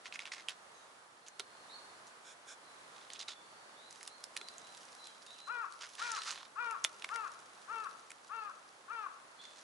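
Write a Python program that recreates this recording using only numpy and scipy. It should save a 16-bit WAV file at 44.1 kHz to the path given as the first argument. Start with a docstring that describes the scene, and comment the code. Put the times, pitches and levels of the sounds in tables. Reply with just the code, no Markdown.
"""Outdoors by a wooden deck, in a soft hush of far foliage. Close by and a little to the right, a cat
steps into dry reeds: stalks crunch and snap and a board knocks, while small birds start to whistle far
off. Its paws slide off the edge of the deck, then from about 4 s a branch is picked up and drawn over
the boards, ticking and tapping the wood. From 5.5 s a crow caws seven times in the trees on the left."""
import sys
import numpy as np
from scipy import signal
from scipy.fft import rfft, irfft
from scipy.io import wavfile
from scipy.ndimage import uniform_filter1d, map_coordinates

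SR = 44100
rng = np.random.default_rng(int(sys.argv[2]) if len(sys.argv) > 2 else 0)


def materialize(psi):
    """Save the field psi as 16-bit PCM at rate SR to the path in sys.argv[1].

    A 1-D psi becomes a single channel; in a 2-D psi each row is a channel.
    """
    bounded = np.clip(np.atleast_2d(psi).T, -1, 1)
    quanta = np.round(bounded * 32767).astype(np.int16)
    wavfile.write(sys.argv[1], SR, quanta)


N = 424683
T = np.arange(N) / SR


def undb(db):
    """Decibels to gain."""
    return 10 ** (np.asarray(db) / 20)


def unit(x):
    """Scale to rms 1."""
    return x / np.sqrt(np.mean(x ** 2))


def along(points, hz):
    """Read (frequency [Hz], value) points on a log-frequency axis."""
    f, value = np.transpose(points)
    return np.interp(np.log(np.maximum(hz, 1)), np.log(f), value)


def colour(x, points, tilt_db=0):
    """Filter by a spectrum, tilted by tilt_db per octave about 4 kHz."""
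    hz = np.fft.rfftfreq(x.shape[-1], 1 / SR)
    gain_db = along(points, hz) + tilt_db * np.log2(np.maximum(hz, 100) / 4000)
    return irfft(rfft(x) * undb(gain_db), x.shape[-1])


def band(x, hz, q):
    """A resonance with gain 1 at its centre."""
    return signal.lfilter(*signal.iirpeak(min(hz, SR / 3), max(q, hz / SR * 4), fs=SR), x)


def walk(rate):
    """A smooth random wander with spread near 1, through `rate` knots a second."""
    knots = rng.standard_normal(4096)
    return map_coordinates(knots, [T * rate], order=2, mode="wrap")


def fade(t, t60):
    """Exponential decay, 60 dB down after t60 seconds."""
    return np.exp(-np.log(1000) * t / t60)


def add(track, s, x):
    """Mix a sound in at s seconds."""
    i = max(int(s * SR), 0)
    track[i:i + len(x)] += x[:N - i]


def place(x, pan_db, lag_ms=0):
    """Direct sound at the stereo microphone: pan_db is left minus right, lag_ms delays the right."""
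    right = np.interp(T - lag_ms / 1000, T, x)
    return np.array([x * undb(pan_db / 2), right * undb(-pan_db / 2)])


def scatter(x, t60, db, pan_db):
    """Echoes off many stems and trunks, different on each side of the microphone."""
    t = T[:SR]
    echoes = rng.standard_normal((2, SR)) * fade(t, t60) * (1 - fade(t, 0.024))
    echoes /= np.sqrt(np.sum(echoes ** 2, axis=1, keepdims=True))
    gains = undb(db + np.array([[pan_db], [-pan_db]]) / 2)
    return signal.fftconvolve(x[None], echoes, axes=1)[:, :N] * gains


def hush(level_db=-60, swell_db=1.5):
    """Air moves through far foliage; its bass is alike on both sides of the microphone."""
    # colour of the air: (frequency [Hz], level [dB])
    spectrum = [(20, -48), (40, -23.5), (80, -20), (110, -12), (170, -9), (330, -5), (600, -0.5),
                (1200, 0.5), (1700, -4), (2500, -11.5), (4000, -11.5), (5500, -13), (11000, -17)]
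    # likeness of left and right: (frequency [Hz], correlation [-1 to 1])
    likeness = [(130, 0.92), (270, 0.6388), (580, 0.3624), (1220, 0.053), (2600, -0.29), (5500, 0.28),
                (11000, 0.12)]
    # stereo balance: (frequency [Hz], left minus right [dB])
    lean = [(110, 1), (1100, -3.5), (3600, 0.5), (11000, -0.5)]
    hz = np.fft.rfftfreq(N, 1 / SR)
    alike = np.clip(along(likeness, hz), -1, 1)
    width = np.sqrt((1 - alike) / (1 + alike))
    sides = np.array([[1], [-1]])
    gains = undb(along(spectrum, hz) + sides * along(lean, hz) / 2)
    mid, side = rfft(rng.standard_normal((2, N)))
    air = irfft((mid + sides * side * width) * gains, N)
    return air / air.mean(axis=0).std() * undb(level_db + swell_db * walk(2.433))


def crunches(grain_t60=0.013, grains_per_s=1300, full_press_db=-45, stem_db=2, stem_q=5):
    """Each press breaks a shower of fibres and rings a hollow stem; a light touch crackles sparsely."""
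    # dry reeds pressed: (time [s], length [s], level [dB], tilt [dB/octave], stem ring [Hz])
    presses = [(0.045, 0.048, -53, -1.5, 2200), (0.123, 0.055, -53.5, -0.5, 2400),
               (0.19, 0.056, -54, -2, 2200), (0.25, 0.054, -55.5, -3, 2330), (0.315, 0.053, -48.5, 0, 2050),
               (0.354, 0.093, -56, -2.5, 2080), (0.485, 0.058, -51.5, -1, 1610),
               (1.258, 0.033, -59.5, 2, 2880), (2.06, 0.055, -64, 7, 6300), (2.917, 0.19, -65, -1, 3760),
               (3.107, 0.1, -56.5, -2.5, 3630), (3.19, 0.055, -48, 0, 3776),
               (3.276, 0.072, -49.5, -0.5, 3750), (5.803, 0.077, -50, -2.5, 1370),
               (5.977, 0.36, -49, -1, 1690), (6.252, 0.1, -44, -0.5, 1270), (6.331, 0.15, -55, -5, 3850),
               (9.409, 0.32, -63.5, -2.5, 7520)]
    # colour of dry leaves: (frequency [Hz], level [dB])
    leaf_colour = [(150, -33), (500, -16), (1000, 2.5), (2000, 3.5), (3700, 7.5), (6500, 5), (8000, -2.5),
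                   (11000, -10)]
    out = np.zeros(N)
    for s, length, db, tilt_db, stem_hz in presses:
        t = T[:int(length * SR)]
        effort = undb(db - full_press_db)
        breaks = rng.random(len(t)) < grains_per_s * effort ** .7 / SR
        sizes = undb(5 * np.minimum(rng.exponential(size=len(t)), 3))
        # every fibre is a tiny burst of its own, over a faint steady rubbing
        energy = np.convolve(breaks * sizes ** 2, fade(T[:256], grain_t60) ** 2)[:len(t)] + 0.72 * effort
        press = np.minimum(t / 0.0085, 1) * np.clip((1 - t / t[-1]) / 0.47, 0, 1)
        leaves = colour(np.sqrt(energy) * press * rng.standard_normal(len(t)), leaf_colour, tilt_db)
        add(out, s, undb(db) * unit(leaves + undb(stem_db) * band(leaves, stem_hz, stem_q)))
    return out


def snaps(ring_q=5, body_db=-13, body_hz=2200, crack_db=4, crack_hz=7000, splinter_t60=0.0092):
    """A few fibres strain, then the stalk gives way, splinters and rings at its own pitch."""
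    # snapping stalks and ticks of the branch: (time [s], peak [dB], ring [Hz], crack offset [dB])
    breaks = [(0.0571, -33, 2280, -28), (0.125, -32, 2450, -25), (0.158, -31.5, 2340, -23),
              (0.1925, -29.5, 2260, -17), (0.255, -32.5, 2520, -18), (0.275, -36, 2200, -24),
              (0.3195, -29, 1920, -31), (0.4859, -22, 2920, -17), (0.4934, -30.5, 3570, -2),
              (1.284, -35, 5800, -24), (1.3964, -25.5, 3912, 1), (1.4031, -27, 3840, -15),
              (3.1031, -32, 3180, -12), (3.1344, -29.5, 6340, -7), (3.1928, -33, 5430, -22),
              (3.2837, -31.5, 4040, -17), (3.909, -36, 5940, -5), (3.927, -39, 5850, 0),
              (4.0107, -42, 2120, -14), (4.03, -29, 1970, 5), (4.077, -26, 5350, 5.5),
              (4.2402, -28, 5740, 1), (4.3665, -24.5, 2700, -2.5), (4.374, -28.5, 3730, -23),
              (4.4147, -34.5, 3620, -31), (4.4862, -31.5, 4350, -7), (4.582, -37.5, 6500, -12),
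              (4.7486, -38.5, 3700, -3), (4.776, -40, 5920, -6), (4.8538, -40, 5740, 5),
              (4.9217, -44, 5410, 1), (4.951, -39, 5500, 5), (5.0716, -33, 3960, 1), (5.7242, -38, 4360, 2),
              (6.1182, -23, 5870, -22), (6.2193, -29, 3730, -16), (6.3138, -28, 6530, -23),
              (6.7111, -33.5, 2714, 0), (6.8424, -16.5, 6200, -13), (6.8467, -15, 3240, -6),
              (7.023, -30, 2590, -17), (7.0449, -24, 2200, -19), (7.0905, -31.5, 2060, -16),
              (7.1606, -28.5, 2260, -4.5), (7.3182, -41, 6300, -9), (8.105, -33, 2378, 2),
              (8.1174, -32.5, 2320, -4)]
    out = np.zeros(N)
    t = np.arange(-256, 2048) / SR  # the stalk gives way at t = 0
    fibres = np.where(t < 0, .08 * fade(abs(t), .012), 0.23 * fade(abs(t), splinter_t60))
    for s, db, hz, offset_db in breaks:
        force = (t == 0) + fibres * rng.standard_normal(len(t))
        body = band(band(force, body_hz, q=0.45), body_hz, q=0.45)
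        ring = band(band(force, hz, ring_q), hz, q=0.28) + undb(body_db) * body
        crack = band(band(force, crack_hz, q=0.5), crack_hz, q=0.5)
        snap = ring / np.abs(ring).max() + undb(crack_db + offset_db) * crack / np.abs(crack).max()
        add(out, s + t[0], undb(db) * snap / np.abs(snap).max())
    return out


def knocks(low_cut_hz=320):
    """A blow rings the board; harder contact reaches higher modes; a narrow plank radiates no bass."""
    # blows on the deck: (time [s], peak before the low cut [dB], hardness [Hz])
    blows = [(0.4858, -25, 3000), (1.3984, -24.5, 547), (3.288, -29, 905), (4.3665, -31, 1500),
             (4.4138, -30, 595), (6.8487, -11.5, 4200), (7.0448, -31, 2462)]
    # modes of a board and the branch on it: (frequency [Hz], level [dB], t60 [s])
    modes = [(410, -6, 0.046), (720, -7, 0.038), (940, -11, 0.064), (1380, 7, 0.028), (2250, 23.5, 0.003),
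             (2750, -20.5, 0.0089), (3500, 15.5, 0.0042)]
    out, t = np.zeros(N), T[:8192]
    for s, db, hard_hz in blows:
        ring = np.zeros(len(t))
        for hz, mode_db, t60 in modes:
            gain = undb(mode_db) / np.hypot(hz / hard_hz, (hard_hz / hz / 2) ** 2)
            ring += gain * np.cos(2 * np.pi * hz * t) * fade(t, t60)
        add(out, s, undb(db) * ring / np.abs(ring).max())
    return signal.sosfilt(signal.butter(4, low_cut_hz, "high", fs=SR, output="sos"), out)


def songbirds_and_stem(flicker_db=2, direct_db=-8):
    """Far birds' thin quavering notes hold or glide, and a reed stem rings once; echoes blur them."""
    # far birds' chirps, and at 3.29 s a faint ring of a reed stem:
    # (time [s], length [s], first pitch [Hz], last pitch [Hz], source level [dB])
    glides = [(0.72, 0.11, 4150, 3750, -72), (0.725, 0.062, 6500, 6330, -68),
              (1.675, 0.096, 3500, 4420, -55), (1.85, 0.29, 4300, 4680, -75), (2.6, 0.22, 4260, 3880, -69),
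              (3.29, 0.146, 3530, 3470, -67), (3.74, 0.17, 3350, 4090, -60),
              (4.076, 0.097, 3800, 4400, -61.5), (4.38, 0.13, 4150, 3995, -57),
              (4.595, 0.11, 3910, 3983, -60), (4.97, 0.13, 4040, 4000, -58), (5.05, 0.06, 3500, 3100, -61),
              (5.255, 0.0784, 3526, 3930, -54.5), (5.335, 0.04, 3600, 2610, -61),
              (5.37, 0.12, 4010, 4030, -59), (6.15, 0.071, 4002, 4137, -50),
              (9.349, 0.11, 4220, 4180, -62.5), (9.38, 0.085, 3320, 3574, -54.5)]
    # a far bird's held whistles: (time [s], length [s], pitch [Hz], source level [dB])
    whistles = [(0.5, 0.15, 4270, -78), (1.1, 0.74, 4250, -71), (3.3, 0.65, 4430, -70.5)]
    out, flicker = np.zeros(N), walk(40)
    quaver = 1 + .024 * walk(600)
    notes = glides + [(s, length, hz, hz, db) for s, length, hz, db in whistles]
    for s, length, first_hz, last_hz, db in notes:
        on = (T > s) & (T < s + length)
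        glide = np.sin(np.pi / 2 * (T[on] - s) / length)
        hz = (first_hz + (last_hz - first_hz) * glide) * quaver[on]
        note = np.sin(2 * np.pi * np.cumsum(hz) / SR) * signal.windows.tukey(len(hz), .5)
        out[on] += undb(db + flicker_db * flicker[on]) * unit(note)
    return place(out * undb(direct_db), pan_db=-2) + scatter(out, t60=.55, db=-3, pan_db=-2)


def scuffs(q=9):
    """Soft pads rub the plank, which rings at a few resonances."""
    # paws sliding off the edge of the deck: (time [s], length [s], level [dB])
    slides = [(2.227, .13, -59.5), (2.457, 0.099, -55.5)]
    # resonances of the plank: (frequency [Hz], level [dB])
    plank = [(1550, 9), (2350, 2), (3450, 5), (5450, 2.5), (6600, 1)]
    out = np.zeros(N)
    for s, length, db in slides:
        rub = rng.standard_normal(int(length * SR))
        rub *= signal.windows.tukey(len(rub), .7)
        wood = sum(undb(ring_db) * band(rub, hz, q) for hz, ring_db in plank)
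        add(out, s, undb(db) * unit(wood))
    return out


def drag(catches_per_s=90, spread_db=5, catch_t60=0.012, rub_db=-4):
    """The tip of the branch rubs along and catches at random: many tiny ticks, a few crisp ones."""
    # how hard the branch drags over boards and grass: (time [s], level [dB])
    pressure = [(3.85, -82), (3.98, -57.5), (4.15, -69), (4.55, -63), (4.8, -60), (5.1, -61.5),
                (5.2, -65.5), (5.3, -60.5), (5.55, -67.5), (5.9, -56.5), (6.3, -53), (6.5, -69),
                (7.17, -59), (7.5, -68), (7.8, -63.5), (8.2, -68.5), (9.299, -75), (9.55, -66)]
    # colour of the dragging tip: (frequency [Hz], level [dB])
    tip = [(300, -19), (1200, -14), (2500, 1), (4000, 3), (6200, 4.5), (8000, -2.5), (11000, -3)]
    catches = rng.random(N) < catches_per_s / SR
    sizes = undb(spread_db * np.minimum(rng.exponential(size=N), 2.5))
    energy = np.convolve(catches * sizes ** 2, fade(T[:512], catch_t60) ** 2)[:N]
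    grain = np.sqrt(energy / energy.mean() + undb(rub_db) ** 2) * rng.standard_normal(N)
    s, db = np.transpose(pressure)
    return unit(colour(grain, tip)) * undb(np.interp(T, s, db)) * (T > s[0])


def crow(jitter=0.011, rasp=0.15, hoarse=0.4, hoarse_below_hz=410, main_hz=1400, husk_db=-17):
    """In the trees to the left, harmonics arch through a throat and turn hoarse as the pitch sags."""
    # caws: (time [s], length [s], top pitch [Hz], sag [Hz/s], level [dB], open-beak slope [dB/octave])
    caws = [(5.468, 0.187, 491.4, 299, -37, 0.5), (5.987, 0.2, 489.6, 482, -38.5, 2.5),
            (6.554, 0.21, 485.5, 302.6, -37, 3.5), (7.086, 0.19, 468, 487, -38.5, 2.5),
            (7.673, 0.201, 465, 336, -39.5, 3.5), (8.289, 0.22, 458.4, 376, -41, 3.5),
            (8.876, 0.21, 476.7, 640, -40.5, 3.5)]
    # resonances of the throat: (frequency [Hz], level [dB])
    throat = [(200, -43), (450, -26), (650, -31), (910, -10), (1000, -14), (1090, 4.5), (1250, -0.5),
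              (1400, -1.5), (1500, -6.5), (1720, -14.5), (2180, -28), (2370, -15.5), (2520, -20),
              (2690, -16.5), (2870, -31), (4600, -39), (7000, -57)]
    slack_hz, rise_s, drop_s = 321, 0.0614, 0.0164
    onset_db, attack_s, droop_db_per_s, release_t60 = -14, 0.031, 31, 0.096
    ease_db, dip_db, dip_s = -0.5, -1, 0.017
    shut_slope = -7  # dB per octave either side of the main resonance, beak shut
    out, wobble, flutter = np.zeros(N), walk(250), walk(200)
    husk = undb(husk_db) * unit(colour(rng.standard_normal(N), throat))  # turbulent air in the throat
    harmonic = np.arange(1, 15)[:, None]
    for s, length, top_hz, sag, db, open_slope in caws:
        on = (T > s) & (T < s + length + release_t60)
        t = T[on] - s
        # the pitch leaps up from slack, sags, and drops back as the caw ends
        rise = np.sin(np.pi / 2 * np.minimum(t / rise_s, 1))
        arch = rise * (1 - np.exp(-np.maximum(length - t, 0) / drop_s))
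        pitch = slack_hz + (top_hz - slack_hz - sag * np.maximum(t - rise_s, 0)) * arch
        phase = 2 * np.pi * np.cumsum(pitch * (1 + jitter * wobble[on])) / SR
        beak = np.sin(np.pi * np.minimum(t / length, 1))
        slope = shut_slope + (open_slope - shut_slope) * beak * arch
        # overtones far from the main resonance are the unsteady ones
        octaves = abs(np.log2(harmonic * pitch / main_hz))
        shake = uniform_filter1d(rng.standard_normal(octaves.shape), size=900, axis=1)
        overtone_db = along(throat, harmonic * pitch) + octaves * (slope + 2 * unit(shake))
        tone = unit(np.sum(undb(overtone_db) * np.sin(harmonic * phase), axis=0))
        rough = rasp + hoarse * np.clip((hoarse_below_hz - pitch) / 50, 0, 1) * (t > length / 2)
        voice = unit(tone * (1 + rough * flutter[on]) + husk[on] * rough / rasp)
        voice *= signal.windows.tukey(len(t), .04)
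        # the level swells, weakens, eases where the beak is widest and dips briefly at the close
        effort_db = db + onset_db * np.maximum(1 - (t / attack_s) ** 2, 0) - droop_db_per_s * t
        effort_db += ease_db * beak ** 2 + dip_db * np.exp(-((length - dip_s - t) / dip_s) ** 2)
        out[on] += voice * undb(effort_db) * fade(np.maximum(t - length, 0), release_t60)
    direct = place(out, pan_db=8.5, lag_ms=-.1)
    near_trees = scatter(out, t60=.25, db=-12, pan_db=4)
    far_trees = scatter(out, t60=.8, db=-7, pan_db=4)
    return direct + near_trees + far_trees


def scene():
    """Cat and branch are close, to the right, and echo briefly in the reeds; the birds are far off."""
    near = crunches() + drag() + scuffs() + snaps() + knocks()
    reeds = scatter(near, t60=.08, db=-11, pan_db=-1)
    return place(near, pan_db=-3.5) + reeds + crow() + songbirds_and_stem() + hush()


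def record(dry, top_hz=11100):
    """The camera's microphone channel cuts the top steeply."""
    return signal.sosfilt(signal.ellip(10, .2, 70, top_hz, fs=SR, output="sos"), dry)


dry = scene()
out = record(dry)
materialize(out)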